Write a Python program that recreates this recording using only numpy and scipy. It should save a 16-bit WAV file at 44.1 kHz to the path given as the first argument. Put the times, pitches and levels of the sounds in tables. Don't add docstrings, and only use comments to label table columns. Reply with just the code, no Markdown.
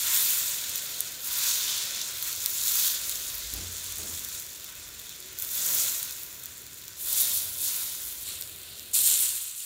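import sys
import numpy as np
from scipy import signal
from scipy.fft import rfft, irfft, next_fast_len
from scipy.io import wavfile
from scipy.ndimage import uniform_filter1d, map_coordinates

SR = 44100
rng = np.random.default_rng(int(sys.argv[2]) if len(sys.argv) > 2 else 0)


def to_linear_factor(level_db):
    exponent = np.asarray(level_db, float) / 20
    return 10 ** exponent


def digitize_waveform(pressure):
    field = np.atleast_2d(pressure).T
    bounded = np.clip(field, -1, 1)
    quanta = np.round(bounded * 32767).astype(np.int16)
    wavfile.write(sys.argv[1], SR, quanta)


N = 425565

USUAL_DB = -39.5
# pitch_hz, density_db (per Hz)
FAR_RIM = [(410, -62), (700, -27), (860, -19), (1500, -12.5), (3000, -10), (3500, -4), (4100, -5),
           (5000, -6.5), (6200, -2.5), (7300, -3), (8800, -6.5), (13000, -1.5), (15000, 1), (16000, -2.5)]


def unit(x):
    return x / np.sqrt(np.mean(x ** 2) + 1e-20)


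def along(points, hz):
    f, v = np.transpose(points)
    return np.interp(np.log(hz + 1), np.log(f + 1), v)


def wobble(rate):
    knots = rng.standard_normal(int(N * rate / SR) + 4)
    return map_coordinates(knots, [np.arange(N) * rate / SR])


def filtered(x, gain):
    m = 16384
    cepstrum = irfft(np.log(gain(np.fft.rfftfreq(m, 1 / SR)) + 1e-5), m)
    cepstrum[1:m // 2] *= 2
    cepstrum[m // 2 + 1:] = 0
    response = irfft(np.exp(rfft(cepstrum)), m)[:m // 2]
    return signal.oaconvolve(x, response)[:len(x)]


def flow(lag_s=0, fade=1, fine=0):
    # fullest_s, rise_s, level_db, fade_db_per_s, fineness_db
    pushes = [(.128, 0.28, -31.5, 16, -3), (.283, 0.19, -36, 64, -1), (.91, .45, -42, 22, -5),
              (1.231, 0.049, -37, 20, 0), (1.44, 0.2, -32, 14.5, -6), (1.74, .14, -40, 33, -11),
              (2.252, 0.1, -39.5, 114, 0), (2.664, 0.31, -34, 146, -0.5), (2.825, 0.24, -30, 68, -1.3),
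              (3.069, 0.15, -39, 22, 1), (3.97, .1, -48, 40, 3), (4.27, .2, -44, 26, 2),
              (5.397, 0.061, -40, 62, 2.5), (5.52, 0.077, -37, 45, 2), (5.773, 0.32, -31, 36.5, -0.2),
              (6.021, .05, -56, 40, 7.5), (6.988, .05, -45.5, 4, 9.5), (7.18, 0.18, -33, 39, -1),
              (7.647, 0.1, -36, 25.5, .5), (8.253, 0.061, -38.5, 41, -1.2), (8.916, .011, -29.5, 34.5, 3.5),
              (9.04, 0.043, -29.5, 45.5, 5), (9.188, 0.039, -33.5, 53, 7.5), (9.61, .08, -44, 53, 5.5)]
    # time_s, level_db, fineness_db
    frying = [(0, -55, -4), (1.2, -54, 0), (2.4, -41, -1), (3.3, -41.5, -3.5), (3.6, -41, -3.5),
              (3.9, -39.5, -2), (4.4, -42, 1), (4.6, -47, -3), (5.3, -46.5, -4.5), (6.3, -47, 1.5),
              (6.9, -48.5, -1.5), (8.55, -55.5, -10.5), (8.7, -47.5, -7), (8.9, -49.5, -4.5),
              (9.65, -49.5, 7)]
    rise_power = 0.63
    t = np.arange(0, N, 32) / SR
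    fullest_s, rise_s, db, fall, fineness = np.transpose(pushes)[..., None]
    since = t - fullest_s - lag_s
    rising_db = 20 * rise_power * np.log10(np.clip(1 + since / rise_s, 1e-3, 1))
    shape_db = np.where(since < 0, rising_db, -fall * fade * since)
    pushed = (to_linear_factor(db + shape_db + fine * fineness) ** 2).sum(axis=0)
    s, *columns = np.transpose(frying)
    steady_db, steady_fine = (np.interp(t, s, column) for column in columns)
    power = pushed + to_linear_factor(steady_db + fine * steady_fine) ** 2
    return np.interp(np.arange(N) / SR, t, 10 * np.log10(power) - USUAL_DB)


def gurgle():
    # fullest_s, half_length_s, bubbles_db (over the flow), rumble_db (extra)
    gurgles = [
        (0.123, 0.095, 5, 0),
        (1.4, 0.21, 2, 1),
        (1.9, 0.085, 0, 2),
        (2.29, .05, 4, -1),
        (2.75, .2, 0, -3),
        (5.75, 0.16, -0.5, 3.5),
        (7.06, 0.092, 2.5, 3),
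        (7.3, 0.19, -0.2, 3.5),
    ]
    t = np.arange(N) / SR
    return sum(np.outer(dbs, np.exp(-((t - s) / half) ** 2)) for s, half, *dbs in gurgles)


def pan(hz, lo, hi, colour):
    # pitch_hz, width_hz, level_db
    iron_modes = [(975, 110, 6), (1393, 53, 5), (1514, 21, 8), (1814, 12, 5), (2144, 4.3, 8.5),
                  (2558, 12, 8.5), (3520, 66, 2), (4340, 320, 1), (7070, 230, 4)]
    iron = 1 + sum((to_linear_factor(db) - 1) / (1 + (2 * (hz - c) / w) ** 2) for c, w, db in iron_modes)
    edges = 1 / np.sqrt((1 + (lo / (hz + 1)) ** 12) * (1 + (hz / hi) ** 12))
    return to_linear_factor(along(colour, hz)) * iron * edges


def bursts(rate, spread_db, clump_db):
    hit = rng.random(N) < rate / SR
    clumps_db = clump_db * (wobble(14) + wobble(60) + wobble(300))
    size_db = np.minimum(spread_db * rng.exponential(size=N) + clumps_db, 17)
    return unit(hit * to_linear_factor(size_db) * rng.choice([-1, 1], size=N))


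def patchy(x, depth_db):
    z = signal.stft(x, nperseg=512)[2]
    field = uniform_filter1d(rng.standard_normal(z.shape), size=7, axis=0)
    field = uniform_filter1d(field, size=16, axis=1)
    return signal.istft(z * to_linear_factor(depth_db * unit(field)), nperseg=512)[1][:N]


def sizzle():
    # low_hz, high_hz
    sizes_hz = [(900, 2800), (2800, 5800), (5800, 9500), (9500, 17000)]
    # low_hz, high_hz
    whole_hz = (900, 17000)
    spot_changes_s = [1.22, 3.57, 4.55, 6.95, 8.24, 8.92]
    # pitch_hz, density_db (per Hz)
    back_rim = [(530, -45), (900, -19), (979, -18.5), (1510, -13), (2800, -9), (3560, 0.5), (5040, -2),
                (6880, 2.5), (11600, -3.5), (13900, 3.5), (15700, 0)]
    near_rim = [(410, -57), (700, -17), (1100, -16), (1800, -12.5), (2800, -10.5), (3600, -3), (5200, -6.5),
                (7300, -7.5), (10000, -9.5), (14000, -9.5), (16000, -8)]
    side_rim = [(410, -65), (700, -23), (1300, -15), (2350, -11), (2800, -9), (4200, -6), (5000, -12.5),
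                (6400, -14), (7500, -7), (9500, -8), (10300, -12), (13800, -10), (16000, -17)]
    # large_db, middle_db, small_db, tiny_db
    shares = [
        (-8.5, -3, -0.1, 5.5),
        (-11, -3.5, -1.15, 1.9),
        (-11.5, -4.5, -0.2, -2),
        (-10.5, -4.5, -0.7, 0.6),
        (-11, -2, 1.2, 4.5),
        (-12.5, -4, -3, -2),
        (-13, -1.5, 2.5, -4),
    ]
    lags_s = (0.046, 0.036, 0.026, .026)
    fades = (0.98, 1.035, 0.97, 1.02)
    swings = (.77, 1.06, 1.3, 1.52)
    fine_weights = (-0.49, -0.55, -0.078, 0.77)
    crack_db, fizz_db = (-12.0, -5.5, -3.5, -16), (-8.0, -6, -1.5, -1.0)

    cracks = bursts(rate=1500, spread_db=3.0, clump_db=3.0)
    cuts = [0, *(round(s * SR) for s in spot_changes_s), N]
    colours = (back_rim, FAR_RIM, FAR_RIM, FAR_RIM, near_rim, side_rim, side_rim)
    levels_db = [USUAL_DB + swing * flow(lag, fade, fine)
                 for lag, fade, swing, fine in zip(lags_s, fades, swings, fine_weights)]
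    levels_db[0] = levels_db[0] + gurgle()[0]
    out = np.zeros(N)
    for level_db, share_db, (lo, hi), crack, fizz in zip(
            levels_db, np.transpose(shares), sizes_hz, crack_db, fizz_db):
        steam = rng.standard_normal(N) * to_linear_factor(0.12 * wobble(16))
        own_fizz = bursts(rate=2500, spread_db=4.0, clump_db=3.17)
        swarm = steam + to_linear_factor(crack) * cracks + to_linear_factor(fizz) * own_fizz
        parts = []
        for a, b, db, colour in zip(cuts, cuts[1:], share_db, colours):
            heard = filtered(swarm[a:b], lambda hz: pan(hz, lo, hi, colour))
            parts.append(to_linear_factor(db) * unit(heard))
        out += to_linear_factor(level_db + 0.46 * wobble(11)) * np.concatenate(parts)
    simmer = filtered(rng.standard_normal(N) + cracks, lambda hz: pan(hz, *whole_hz, FAR_RIM) ** 2)
    return patchy(out, depth_db=0.64) + to_linear_factor(-51) * unit(simmer)


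def kitchen():
    # pitch_hz, density_db (per Hz)
    air_colour = [(15, -42), (30, -20), (64, -1), (125, -2.5), (200, -11), (377, -7), (900, -30.5),
                  (1200, -47)]
    rumble_colour = [(60, -22), (130, -5.5), (300, -10.5), (600, -4), (780, -9), (1200, -47.5)]
    # start_s, length_s, pitch_hz, level_db
    far_hums = [
        (5.148, 0.25, 371, -59),
        (6.535, 0.17, 378, -61),
        (9.2, .1, 385, -63),
    ]
    t = np.arange(N) / SR
    ending_db = np.interp(t, [9.1, 9.6], [0, -10.5])
    air_noise, drone_noise, rumble_noise, deep_noise = rng.standard_normal((4, N))

    air = to_linear_factor(-59.5 + ending_db) * unit(filtered(air_noise, lambda hz: to_linear_factor(along(air_colour, hz))))
    walk_db = 15.5 * np.exp(-((t - 3.6) / 0.8) ** 2)
    deep_db = -71 + walk_db + 3 * wobble(2.82) + ending_db
    deep = to_linear_factor(deep_db) * unit(filtered(deep_noise, lambda hz: 1 / (1 + ((hz - 51) / 7) ** 2)))
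    drone = unit(filtered(drone_noise, lambda hz: 1 / (1 + ((hz - 86) / 9) ** 2)))
    drone = to_linear_factor(-68.5 + 4.9 * wobble(2.8)) * drone
    follow_db = 0.57 * flow(lag_s=0.04, fade=0.64, fine=-0.8) + gurgle()[1]
    rumble_db = -62.5 + follow_db + 0.92 * wobble(2.94) + ending_db
    rumble = to_linear_factor(rumble_db) * unit(filtered(rumble_noise, lambda hz: to_linear_factor(along(rumble_colour, hz))))
    hums = np.zeros(N)
    for s, length, hz, db in far_hums:
        swell = np.sin(np.pi * np.clip((t - s) / length, 0, 1))
        hums += to_linear_factor(db) * swell * np.sin(2 * np.pi * hz * t + 0.72 * wobble(25))
    return air + deep + drone + rumble + hums


def pops():
    # time_s, body_peak_db, edge_peak_db
    loud_pops = [(0.7583, -21, -15), (0.7805, -24, -18), (8.423, -22, -23), (1.0061, -22, -9),
                 (2.0151, -20, -17), (2.2263, -23, -13), (2.3285, -21, -18), (2.4404, -21, -17),
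                 (2.4608, -9, -8), (2.6728, -21, -9), (3.0953, -20, -14), (3.1568, -19, -24),
                 (3.5382, -20, -15), (3.9844, -31, -17), (4.2485, -23, -19), (4.6443, -29, -20),
                 (5.0936, -28, -25), (5.2034, -32, -24), (5.3878, -26, -16), (5.3991, -27, -16),
                 (5.4229, -23, -14), (5.4486, -22, -17), (6.0298, -20, -13), (6.1099, -25, -19),
                 (6.2337, -33, -21), (6.4375, -32, -23), (6.4581, -29, -19), (6.8811, -27, -24),
                 (8.4118, -30, -16), (8.7956, -25, -29)]
    # low_hz, high_hz
    pop_bands = [(3100, 9000), (9000, 15600)]
    strays = 260
    t = np.arange(SR // 40) / SR
    stray_s = (np.arange(strays) + rng.random(strays)) / strays * (N / SR - t[-1])
    follow_db = 0.9 * flow(lag_s=0.019)[(stray_s * SR).astype(int)]
    scatter_db = 3.5 * np.minimum(rng.standard_normal((strays, 2)), 1)
    stray_db = follow_db[:, None] + (-29, -25) + scatter_db
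    s, *peaks_db = np.transpose([*loud_pops, *np.c_[stray_s, stray_db]])

    decay = to_linear_factor(-60 * t / 0.0023) + to_linear_factor(-22 - 60 * t / 0.032)
    shapes = rng.standard_normal((len(s), len(t))) * decay
    where = np.abs(np.round((s - 0.0002) * SR)).astype(int)[:, None] + np.arange(len(t))
    out = np.zeros(N)
    for peak_db, (lo, hi) in zip(peaks_db, pop_bands):
        response = filtered(signal.unit_impulse(len(t)), lambda hz: pan(hz, lo, hi, FAR_RIM))
        rung = signal.fftconvolve(shapes, response[None], axes=1)[:, :len(t)]
        rung = rung * (to_linear_factor(peak_db + 1.5) / np.abs(rung).max(axis=1))[:, None]
        out += np.bincount(where.ravel(), rung.ravel(), N)[:N]
    return out


def knock(s, hz, rise, t60):
    t = np.maximum(np.arange(N) / SR - s, 0)
    swell = (1 - np.exp(-t / rise)) * to_linear_factor(-60 * np.minimum(t / t60, 4))
    return swell, swell * np.sin(2 * np.pi * hz * t)


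def spoon():
    # time_s, level_db, rise_s
    spatters = [
        (.757, -14, .001),
        (2.0148, -21.5, .0001),
    ]
    bowl_modes = [5970, 14900]
    out = np.zeros(N)
    for s, db, rise in spatters:
        for hz in bowl_modes:
            out += to_linear_factor(db) * knock(s, hz, rise, t60=0.0094)[1]
    return out


def thuds():
    # time_s, floor_pitch_hz, ring_db, ring_t60_s, rattle_db
    steps = [
        (3.521, 88.3, -39, 1.64, -44.5),
        (3.97, 80, -47.5, 1.7, -43.5),
    ]
    noise = rng.standard_normal(N)
    rattle = unit(filtered(noise, lambda hz: 1 / (1 + (110 / (hz + 1)) ** 4) / (1 + (hz / 380) ** 2)))
    out = np.zeros(N)
    for s, hz, db, t60, rattle_db in steps:
        out += to_linear_factor(db + 2.8 * wobble(20)) * knock(s, hz, rise=0.033, t60=t60)[1]
        out += to_linear_factor(rattle_db) * knock(s, hz, rise=0.033, t60=0.94)[0] * rattle
    return out


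def scene():
    mono = sizzle() + kitchen() + pops() + spoon() + thuds()
    return np.array([mono, mono])


def top_cut(x):
    return signal.sosfilt(signal.butter(12, 17020, fs=SR, output="sos"), x)


def record(dry):
    m = next_fast_len(N)
    hz = np.fft.rfftfreq(m, 1 / SR)
    kept = irfft(rfft(dry, m) / (1 + (hz / 15770) ** 500), m)[:, :N]
    return top_cut(kept)


dry = scene()
out = record(dry)
digitize_waveform(out)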